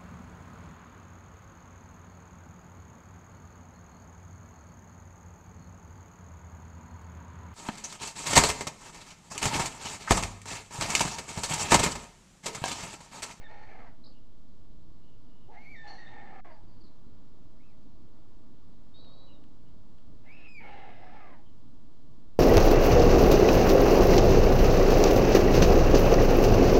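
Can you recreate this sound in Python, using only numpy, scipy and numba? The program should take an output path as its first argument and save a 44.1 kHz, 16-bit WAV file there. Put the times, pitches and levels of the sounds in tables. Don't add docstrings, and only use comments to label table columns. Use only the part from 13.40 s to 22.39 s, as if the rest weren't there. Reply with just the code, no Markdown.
import sys
import numpy as np
from scipy import signal
from scipy.fft import rfft, irfft, next_fast_len
from scipy.io import wavfile
from scipy.ndimage import uniform_filter1d
from numba import njit

SR = 44100
rng = np.random.default_rng(int(sys.argv[2]) if len(sys.argv) > 2 else 0)


def log_audio(samples):
    frames = np.atleast_2d(samples).T
    limited = np.clip(frames, -1, 1)
    pcm = np.round(limited * 32767).astype(np.int16)
    wavfile.write(sys.argv[1], SR, pcm)


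N = 396459
TIME = np.arange(N) / SR

# start in s, hold in s, throat tone in Hz, throat, mouth and hiss levels in dB,
# brightness in dB, gape 0-1.
PUSHES = [(-.02, 0.049, 855, -68, -59, -71, -11, 0.1), (0.067, 0.17, 850, -57.5, -58, -70, -23, 0.2),
          (0.258, 0.22, 800, -58, -58, -75.5, -28, 0.05), (2.098, .06, 760, -55, -62.5, -75, -7, 0.1),
          (2.173, 0.31, 767, -72, -73, -74, -5, 0.06), (2.426, 0.12, 817, -51, -60, -68, -5, 0.3),
          (2.562, .14, 814, -68, -62, -72, -3.5, 0.05), (2.69, 0.21, 823, -55.5, -60, -78, -17, 0.1),
          (2.896, 0.23, 807, -53.5, -60, -82, -17, 0), (6.825, .11, 773, -72.5, -67.5, -83, -1, 0.8),
          (6.949, 0.12, 854, -87, -66, -78, 1, 0.7), (7.188, 0.041, 906, -60, -57, -81, -13, 0.9),
          (7.229, .28, 848, -52, -55.5, -80, -5, 0.8), (7.515, .1, 733, -64, -60.5, -75, -7, 1),
          (7.604, 0.14, 750, -55.5, -58.5, -74, -12, 0.9), (7.724, .22, 800, -60, -60, -78.5, -13, 1)]
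# start in s, length in s, groan level in dB.
CLOSINGS = [(0.389, 0.12, -62.5), (2.923, 0.27, -61.5), (7.778, .225, -61.5)]
# frequency in Hz, relative density in dB.
AIR_SPECTRUM = [(1800, -7.5), (2500, -12), (2900, -3), (4400, -2.5), (5900, -9.5), (8150, -11),
                (10200, -24.5)]
RASP_ATTACK_S, RASP_RELEASE_S = 0.036, 0.17


def from_db(db):
    return 10 ** (np.asarray(db) / 20)


def unit_rms(x):
    return x / np.sqrt(np.mean(x ** 2) + 1e-20)


def in_time(rows):
    times_s, *columns = np.transpose(rows)
    return [np.interp(TIME, times_s, column) for column in columns]


def gate(start_s, end_s, fade_s=.008):
    return np.clip(np.minimum(TIME - start_s, end_s - TIME) / fade_s + .5, 0, 1)


def progress(start_s, length_s):
    return np.clip((TIME - start_s) / length_s, 0, 1)


def envelope(start_s, hold_s, attack_s, fade_db_per_s, release_s):
    age_s = TIME - start_s
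    db = -fade_db_per_s * np.clip(age_s, 0, hold_s) - 60 * np.clip((age_s - hold_s) / release_s, 0, 2)
    return np.clip(age_s / attack_s, 0, 1) * from_db(db) * (age_s < hold_s + 2 * release_s)


def phase_of(hz):
    return 2 * np.pi * np.cumsum(hz) / SR


def drift(rate_hz):
    pole = np.exp(-16 * np.pi * rate_hz / SR)
    slow = signal.lfilter([1], [1, -2 * pole, pole * pole], rng.standard_normal(N // 8 + 8002))[8000:]
    return np.interp(np.arange(N) / 8, np.arange(len(slow)), unit_rms(slow))


def coloured(spectrum):
    hz, db = np.transpose(spectrum)
    size = next_fast_len(N)
    log_hz = np.log(np.maximum(np.fft.rfftfreq(size, 1 / SR), 1))
    outside = np.maximum(np.log(hz[0]) - log_hz, 0) + np.maximum(log_hz - np.log(hz[-1]), 0)
    gain = from_db(np.interp(log_hz, np.log(hz), db) - 55 * outside)
    return unit_rms(irfft(rfft(rng.standard_normal(size)) * gain, size)[:N])


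@njit
def glide_filter(x, w, r):
    y = np.zeros(len(x))
    for i in range(2, len(x)):
        y[i] = (1 - r * r) / 2 * (x[i] - x[i - 2]) + 2 * r * np.cos(w[i]) * y[i - 1] - r * r * y[i - 2]
    return y


def resonate(x, hz, width_hz):
    w, r = 2 * np.pi * hz / SR * np.ones(N), np.exp(-np.pi * width_hz / SR)
    return glide_filter(glide_filter(x + 1e-18, w, r), w, r)


def cavity(air, modes, tuning=1):
    return sum(from_db(db) * unit_rms(resonate(air, hz * tuning, width_hz)) for hz, width_hz, db in modes)


def background():
    # frequency in Hz, relative density in dB.
    rumble_spectrum = [(15, -7), (22, -13), (34, -18.5), (60, -23.5), (107, -21.5), (240, -29),
                       (600, -44.5)]
    wash_spectrum = [(350, -0.5), (520, -9), (950, -7.5), (1250, -10.5), (1600, -20.5), (2600, -26)]
    traffic_spectrum = [(150, -13), (230, 1), (300, 0), (370, -13)]
    # time in s, level in dB.
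    wash_levels = [(0, -71), (1.5, -71), (3.3, -67.5), (4.4, -70), (4.8, -68.5), (9, -70)]
    traffic_levels = [(0, -71), (3.3, -63.5), (6, -64.5), (9, -64.5)]
    # frequency in Hz, peak level in dB.
    drone_tones = [(245, -71.5), (630, -76)]
    rumble = from_db(-54.5 + 1.54 * drift(7.1)) * coloured(rumble_spectrum)
    wash = from_db(in_time(wash_levels)[0]) * coloured(wash_spectrum)
    traffic = from_db(in_time(traffic_levels)[0] + 2.7 * drift(9.1)) * coloured(traffic_spectrum)
    drone = sum(from_db(db) * np.sin(phase_of(hz + 4 * drift(8))) * (1 + 0.29 * drift(5.5))
                for hz, db in drone_tones)
    return rumble + wash + traffic + drone + from_db(-76.5) * coloured(AIR_SPECTRUM)


def throat(sag_hz_per_s=280, shut_sink=0.24):
    starts_s, _, start_hz = np.transpose(PUSHES)[:3]
    push = np.maximum(np.searchsorted(starts_s, TIME) - 1, 0)
    shut = sum(progress(start_s, length_s) ** 2 * (TIME < start_s + length_s + RASP_RELEASE_S)
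               for start_s, length_s, _ in CLOSINGS)
    hz = start_hz[push] - sag_hz_per_s * np.clip(TIME - starts_s[push], 0, .5)
    return hz * (1 - shut_sink * shut), shut


def rasps(rest_hz=781, grain_db=2.0, tone_fade_db_per_s=10.5, hiss_fade_db_per_s=3):
    # resonance in Hz, width in Hz, relative level in dB.
    mouth_modes = [(1357, 310, -5.5), (1755, 275, -3.5), (2058, 440, -1.5), (1864, 360, -14.5)]
    bright_modes = [(2454, 630, -2), (3780, 210, -12)]
    # frequency in Hz, relative density in dB.
    chest_spectrum = [(170, -37.5), (350, 4.5), (550, 6.5), (800, 6), (1050, -4.5), (1500, -24),
                      (2500, -30)]
    half_open_spectrum = [(1500, -24), (2800, 2), (3300, -8), (4400, 7.5), (5100, -7), (5600, -5),
                          (6300, -5), (7500, -13.5), (10000, -34)]
    gaping_spectrum = [(1500, -10), (3000, 9), (4100, 9), (4650, 0), (5200, 11), (5900, -14), (7500, -24),
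                       (10000, -36)]
    tone_hz, shut = throat()
    flapping = unit_rms(from_db(grain_db * drift(120)))
    air = flapping * rng.standard_normal(N)
    tone = resonate(air, tone_hz * (1 + 0.021 * drift(19)), width_hz=95)
    tone /= np.sqrt(uniform_filter1d(tone ** 2, size=1000) + 1e-18)
    tone *= from_db(-6.5 * shut - 0.5 * drift(16))
    tuning = (tone_hz / rest_hz) ** 0.45
    body = from_db(-2) * cavity(air, mouth_modes, tuning)
    body += from_db(-1) * flapping * coloured(chest_spectrum)
    bright = from_db(-2) * cavity(air, bright_modes, tuning)
    half_open = from_db(-1) * flapping * coloured(half_open_spectrum)
    gaping = from_db(-1) * flapping * coloured(gaping_spectrum)
    muffle = from_db(-4 * shut)
    out = np.zeros(N)
    for start_s, hold_s, _, tone_db, mouth_db, hiss_db, bright_db, gape in PUSHES:
        mouth = muffle * (body + from_db(bright_db) * bright)
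        hiss = muffle * (gape * gaping + (1 - gape) * half_open)
        layers = (tone, tone_db, tone_fade_db_per_s), (mouth, mouth_db, 0), (hiss, hiss_db, hiss_fade_db_per_s)
        for sound, db, fade in layers:
            out += from_db(db) * envelope(start_s, hold_s, RASP_ATTACK_S, fade, RASP_RELEASE_S) * sound
    return out


def syrinx(calls, wobble=0.0228, jitter=.04, flutter_db=5, breath_db=-5, breath_hz=230, third_db=-8):
    # second harmonic in Hz, overtone gain in dB.
    bill_response = [(800, 4), (1600, -11.5), (2100, -14), (2600, -9), (3650, -9), (4100, -30), (4550, -24),
                     (4950, -8.5), (5300, -21.5), (8700, -24)]
    shake = wobble * drift(45) + jitter * drift(266)
    flutter, overtone_flutter = drift(70), drift(26)
    breath_sin, breath_cos = drift(breath_hz), drift(breath_hz)
    out = np.zeros(N)
    for call in calls:
        at = np.flatnonzero(call[0])
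        gain, hz, rough = [curve[at] for curve in call]
        rough = np.clip(rough, 0, 1)
        phase = phase_of(hz * (1 + rough * shake[at]))
        breath = breath_sin[at] * np.sin(phase) + breath_cos[at] * np.cos(phase)
        hoarse = from_db(breath_db) * rough ** 1.67 * breath
        fundamental = np.sin(phase) * from_db(flutter_db * rough * flutter[at])
        rising = np.clip(np.gradient(hz) * SR / 5000, 0, 1)
        overtones = np.sin(2 * phase) + from_db(third_db) * (1 - rough) ** 3 * np.sin(3 * phase)
        overtones *= from_db(-11.5 * rough - 5.5 * rising + 7 * np.sqrt(rough) * overtone_flutter[at])
        overtones *= from_db(np.interp(2 * hz, *np.transpose(bill_response)))
        out[at] += np.sqrt(2 / (1 + rough ** 2)) * gain * (fundamental + hoarse + overtones)
    return out


def note(start_s, hold_s, start_hz, end_hz, db, fade_db_per_s, rough, end_rough=0.65):
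    u = progress(start_s, hold_s)
    gain = from_db(db) * envelope(start_s, hold_s, 0.008, fade_db_per_s, release_s=.07)
    waver_hz = 21.6 * np.sin(2 * np.pi * 9 * (TIME - start_s))
    return gain, start_hz + (end_hz - start_hz) * u + waver_hz, rough + (end_rough - rough) * u


def held_calls():
    # start in s, hold in s, start and end pitch in Hz, level in dB, fade in dB/s,
    # starting roughness 0-1.
    notes = [(.035, .04, 1818, 1780, -54, 27, 0.1), (.1, 0.213, 1825, 1798, -63, 25, 0.58),
             (2.373, 0.24, 1791, 1750, -52, 55, 0.31), (2.575, 0.33, 1865, 1780, -53, 33, 0.42),
             (7.195, 0.064, 2174, 2186, -47, 173, 0.9)]
    return [note(*row) for row in notes]


def groans(start_hz=1252, fall_hz=478, rough=0.43):
    calls = []
    for start_s, length_s, db in CLOSINGS:
        u = progress(start_s, length_s)
        gain = from_db(db) * (4 * u * (1 - u)) ** 0.17
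        calls.append((gain, start_hz - fall_hz * u ** 1.6, np.full(N, rough)))
    return syrinx(calls, wobble=0.032, jitter=0.08, breath_db=-8, breath_hz=119, third_db=2)


def rustles():
    # frequency in Hz, relative density in dB.
    lining_spectrum = [(330, -6.5), (540, 2), (800, -6.5), (1200, -8), (1600, -22.5)]
    # start in s, hold in s, level in dB.
    shifts = [(.635, 0.04, -63.5), (5.551, 0.423, -64)]
    gain = sum(from_db(db) * envelope(start_s, hold_s, attack_s=0.036, fade_db_per_s=4.5, release_s=0.37)
               for start_s, hold_s, db in shifts)
    return gain * coloured(lining_spectrum)


def small_birds(waver=0.033, flutter_db=-1.5):
    # start in s, length in s, start and end pitch in Hz, level in dB.
    chirps = [(0.638, 0.014, 3930, 4880, -59), (.656, 0.017, 3720, 4980, -56), (.713, .09, 2890, 2860, -77),
              (1.608, 0.17, 2890, 2980, -78.5), (1.861, 0.25, 2920, 2910, -80),
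              (3.098, 0.068, 4750, 4640, -74), (3.27, .12, 4620, 4400, -77.5),
              (3.404, .026, 4650, 4480, -66.5), (3.439, 0.019, 4780, 4220, -66),
              (3.455, 0.042, 4050, 4070, -73), (5.87, 0.063, 3030, 2790, -70),
              (6.25, .053, 2940, 3030, -79.5), (8.049, 0.065, 3260, 2950, -76)]
    shake, strength = drift(240), unit_rms(from_db(flutter_db * drift(140)))
    out = np.zeros(N)
    for start_s, length_s, start_hz, end_hz, db in chirps:
        u = np.linspace(0, 1, int(length_s * SR))
        at = int(start_s * SR) + np.arange(len(u))
        hz = (start_hz + (end_hz - start_hz) * u) * (1 + waver * shake[at])
        out[at] += from_db(db) * np.sqrt(2 * np.abs(np.sin(np.pi * u))) * np.sin(phase_of(hz))
    return out * strength


def croaks():
    # start in s, hold in s, start and end pitch in Hz, level in dB, fade in dB/s,
    # starting roughness 0-1.
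    notes = [(2.083, 0.032, 356, 443, -54.5, 85, 0.6), (2.14, .036, 705, 818, -55.5, 13, 0.2)]
    calls = [note(*row) for row in notes]
    return syrinx(calls, wobble=0.023, jitter=0.039, flutter_db=6, breath_db=-2, breath_hz=122, third_db=-3)


def mew_calls(clear_rough=0.11):
    # time in s, pitch in Hz, level in dB.
    low_mew = [(2.15, 1837, -64), (2.176, 2092, -55), (2.24, 2277, -62), (2.268, 2190, -51.5),
               (2.304, 2345, -58), (2.334, 2285, -50), (2.366, 1830, -54), (2.385, 1829, -63)]
    high_mew = [(6.855, 1884, -73), (6.865, 2018, -65), (6.893, 2172, -53.5), (6.945, 2629, -59),
                (7.041, 2609, -57.5), (7.141, 2469, -57), (7.193, 2272, -45), (7.21, 2241, -66)]
    # centre in s, half length in s, added roughness 0-1.
    cracks = [(2.154, 0.035, 0.6), (2.246, .022, 0.6), (2.324, 0.023, 0), (6.88, 0.046, 0.39),
              (6.994, 0.041, 0.62), (7.065, 0.018, 0.76), (7.211, .016, .7)]
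    rough = clear_rough + sum(more * np.exp(-((TIME - s) / half_s) ** 2) for s, half_s, more in cracks)
    calls = []
    for mew in (low_mew, high_mew):
        hz, db = in_time(mew)
        calls.append((gate(mew[0][0], mew[-1][0], fade_s=.02) * from_db(db), hz, rough))
    return calls


def squeak_calls():
    # start in s, hold in s, start and end pitch in Hz, level in dB, fade in dB/s,
    # starting roughness 0-1.
    notes = [(2.473, .15, 4343, 4330, -52.5, 100, 0.3)]
    return [note(*row) for row in notes]


def bill_ring(squeaks):
    # resonance in Hz, width in Hz, level in dB against the squeak.
    tip_modes = [(5640, 150, -18), (6020, 290, -16.5), (7040, 230, -27)]
    return sum(gain for gain, _, _ in squeaks) * cavity(rng.standard_normal(N), tip_modes)


def whimper_calls():
    # start in s, length in s, end and top pitch in Hz, level in dB, roughness 0-1.
    whimpers = [(4.192, .145, 1920, 2670, -77.5, 0.58)]
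    calls = []
    for start_s, length_s, end_hz, top_hz, db, rough in whimpers:
        hz = end_hz + (top_hz - end_hz) * np.sin(np.pi * progress(start_s, length_s))
        calls.append((gate(start_s, start_s + length_s) * from_db(db), hz, np.full(N, rough)))
    return calls


def peep(level_db=-60.5, buzz_hz=483, swing_hz=80, swing_period_s=0.2, jitter=0.00313):
    # time in s, pitch in Hz.
    pitch_curve = [(5.54, 3700), (5.62, 3963), (5.686, 3760), (5.748, 3870), (5.81, 3910), (5.924, 3944),
                   (5.96, 3700)]
    start_s, end_s = pitch_curve[0][0], pitch_curve[-1][0]
    buzz = phase_of(buzz_hz + swing_hz * np.cos(2 * np.pi * (TIME - start_s) / swing_period_s))
    phase = phase_of(in_time(pitch_curve)[0] * (1 + jitter * drift(110)))
    sides = np.sin(phase + buzz) + from_db(-12) * (np.sin(phase - buzz) + np.sin(phase + 2 * buzz))
    depth = from_db(-6.5) * envelope(start_s, hold_s=.32, attack_s=0.019, fade_db_per_s=0, release_s=0.22)
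    gain = envelope(start_s, end_s - start_s, attack_s=0.0045, fade_db_per_s=20, release_s=0.025)
    return np.sqrt(2) * from_db(level_db) * gain * (np.sin(phase) + depth * sides)


def twigs():
    # time in s, peak in dB.
    ticks = [(5.647, -52), (6.04, -51.5), (6.585, -53)]
    # resonance in Hz, width in Hz, relative gain in dB.
    twig_modes = [(1590, 940, 2), (2880, 1160, 4), (4040, 950, -5), (8200, 2200, -15)]
    clicks = np.zeros(N)
    for time_s, db in ticks:
        clicks[int(time_s * SR)] = from_db(db)
    rings = sum(from_db(db) * resonate(clicks, hz, width_hz) for hz, width_hz, db in twig_modes)
    return rings * clicks.max() / np.abs(rings).max()


def near_echo(x, delay_s=.0172, echo_db=-11):
    return x + from_db(echo_db) * np.interp(TIME - delay_s, TIME, x, left=0)


def foliage(x, t60_s, wet_db):
    t = TIME[:SR]
    tail = rng.standard_normal(SR) * from_db(-60 * t / t60_s) * (t > .008)
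    return x + from_db(wet_db) * signal.fftconvolve(x, tail / np.linalg.norm(tail))[:N]


def scene():
    squeaks = squeak_calls()
    whistles = syrinx(held_calls() + mew_calls() + squeaks + whimper_calls())
    cries = whistles + groans() + croaks() + rasps() + bill_ring(squeaks)
    nest = foliage(near_echo(cries) + peep() + twigs(), t60_s=0.4, wet_db=-8.0) + rustles()
    birds = foliage(small_birds(), t60_s=0.31, wet_db=-3.0)
    return (nest + birds + background())[None]


def record(dry, gap_cutoff_hz=280, gap_hiss_db=-83, cutoff_hz=10300, dc_offset=.0179):
    gap_s = (3.007, 3.046)
    lost = uniform_filter1d(1. * ((TIME > gap_s[0]) & (TIME < gap_s[1])), size=40)
    lows = signal.sosfilt(signal.butter(4, gap_cutoff_hz, fs=SR, output="sos"), dry)
    hiss = from_db(gap_hiss_db) * coloured(AIR_SPECTRUM)
    sound = dry * (1 - lost) + (lows + hiss) * lost
    return signal.sosfilt(signal.ellip(10, .1, 80, cutoff_hz, fs=SR, output="sos"), sound) + dc_offset


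dry = scene()
out = record(dry)
log_audio(out)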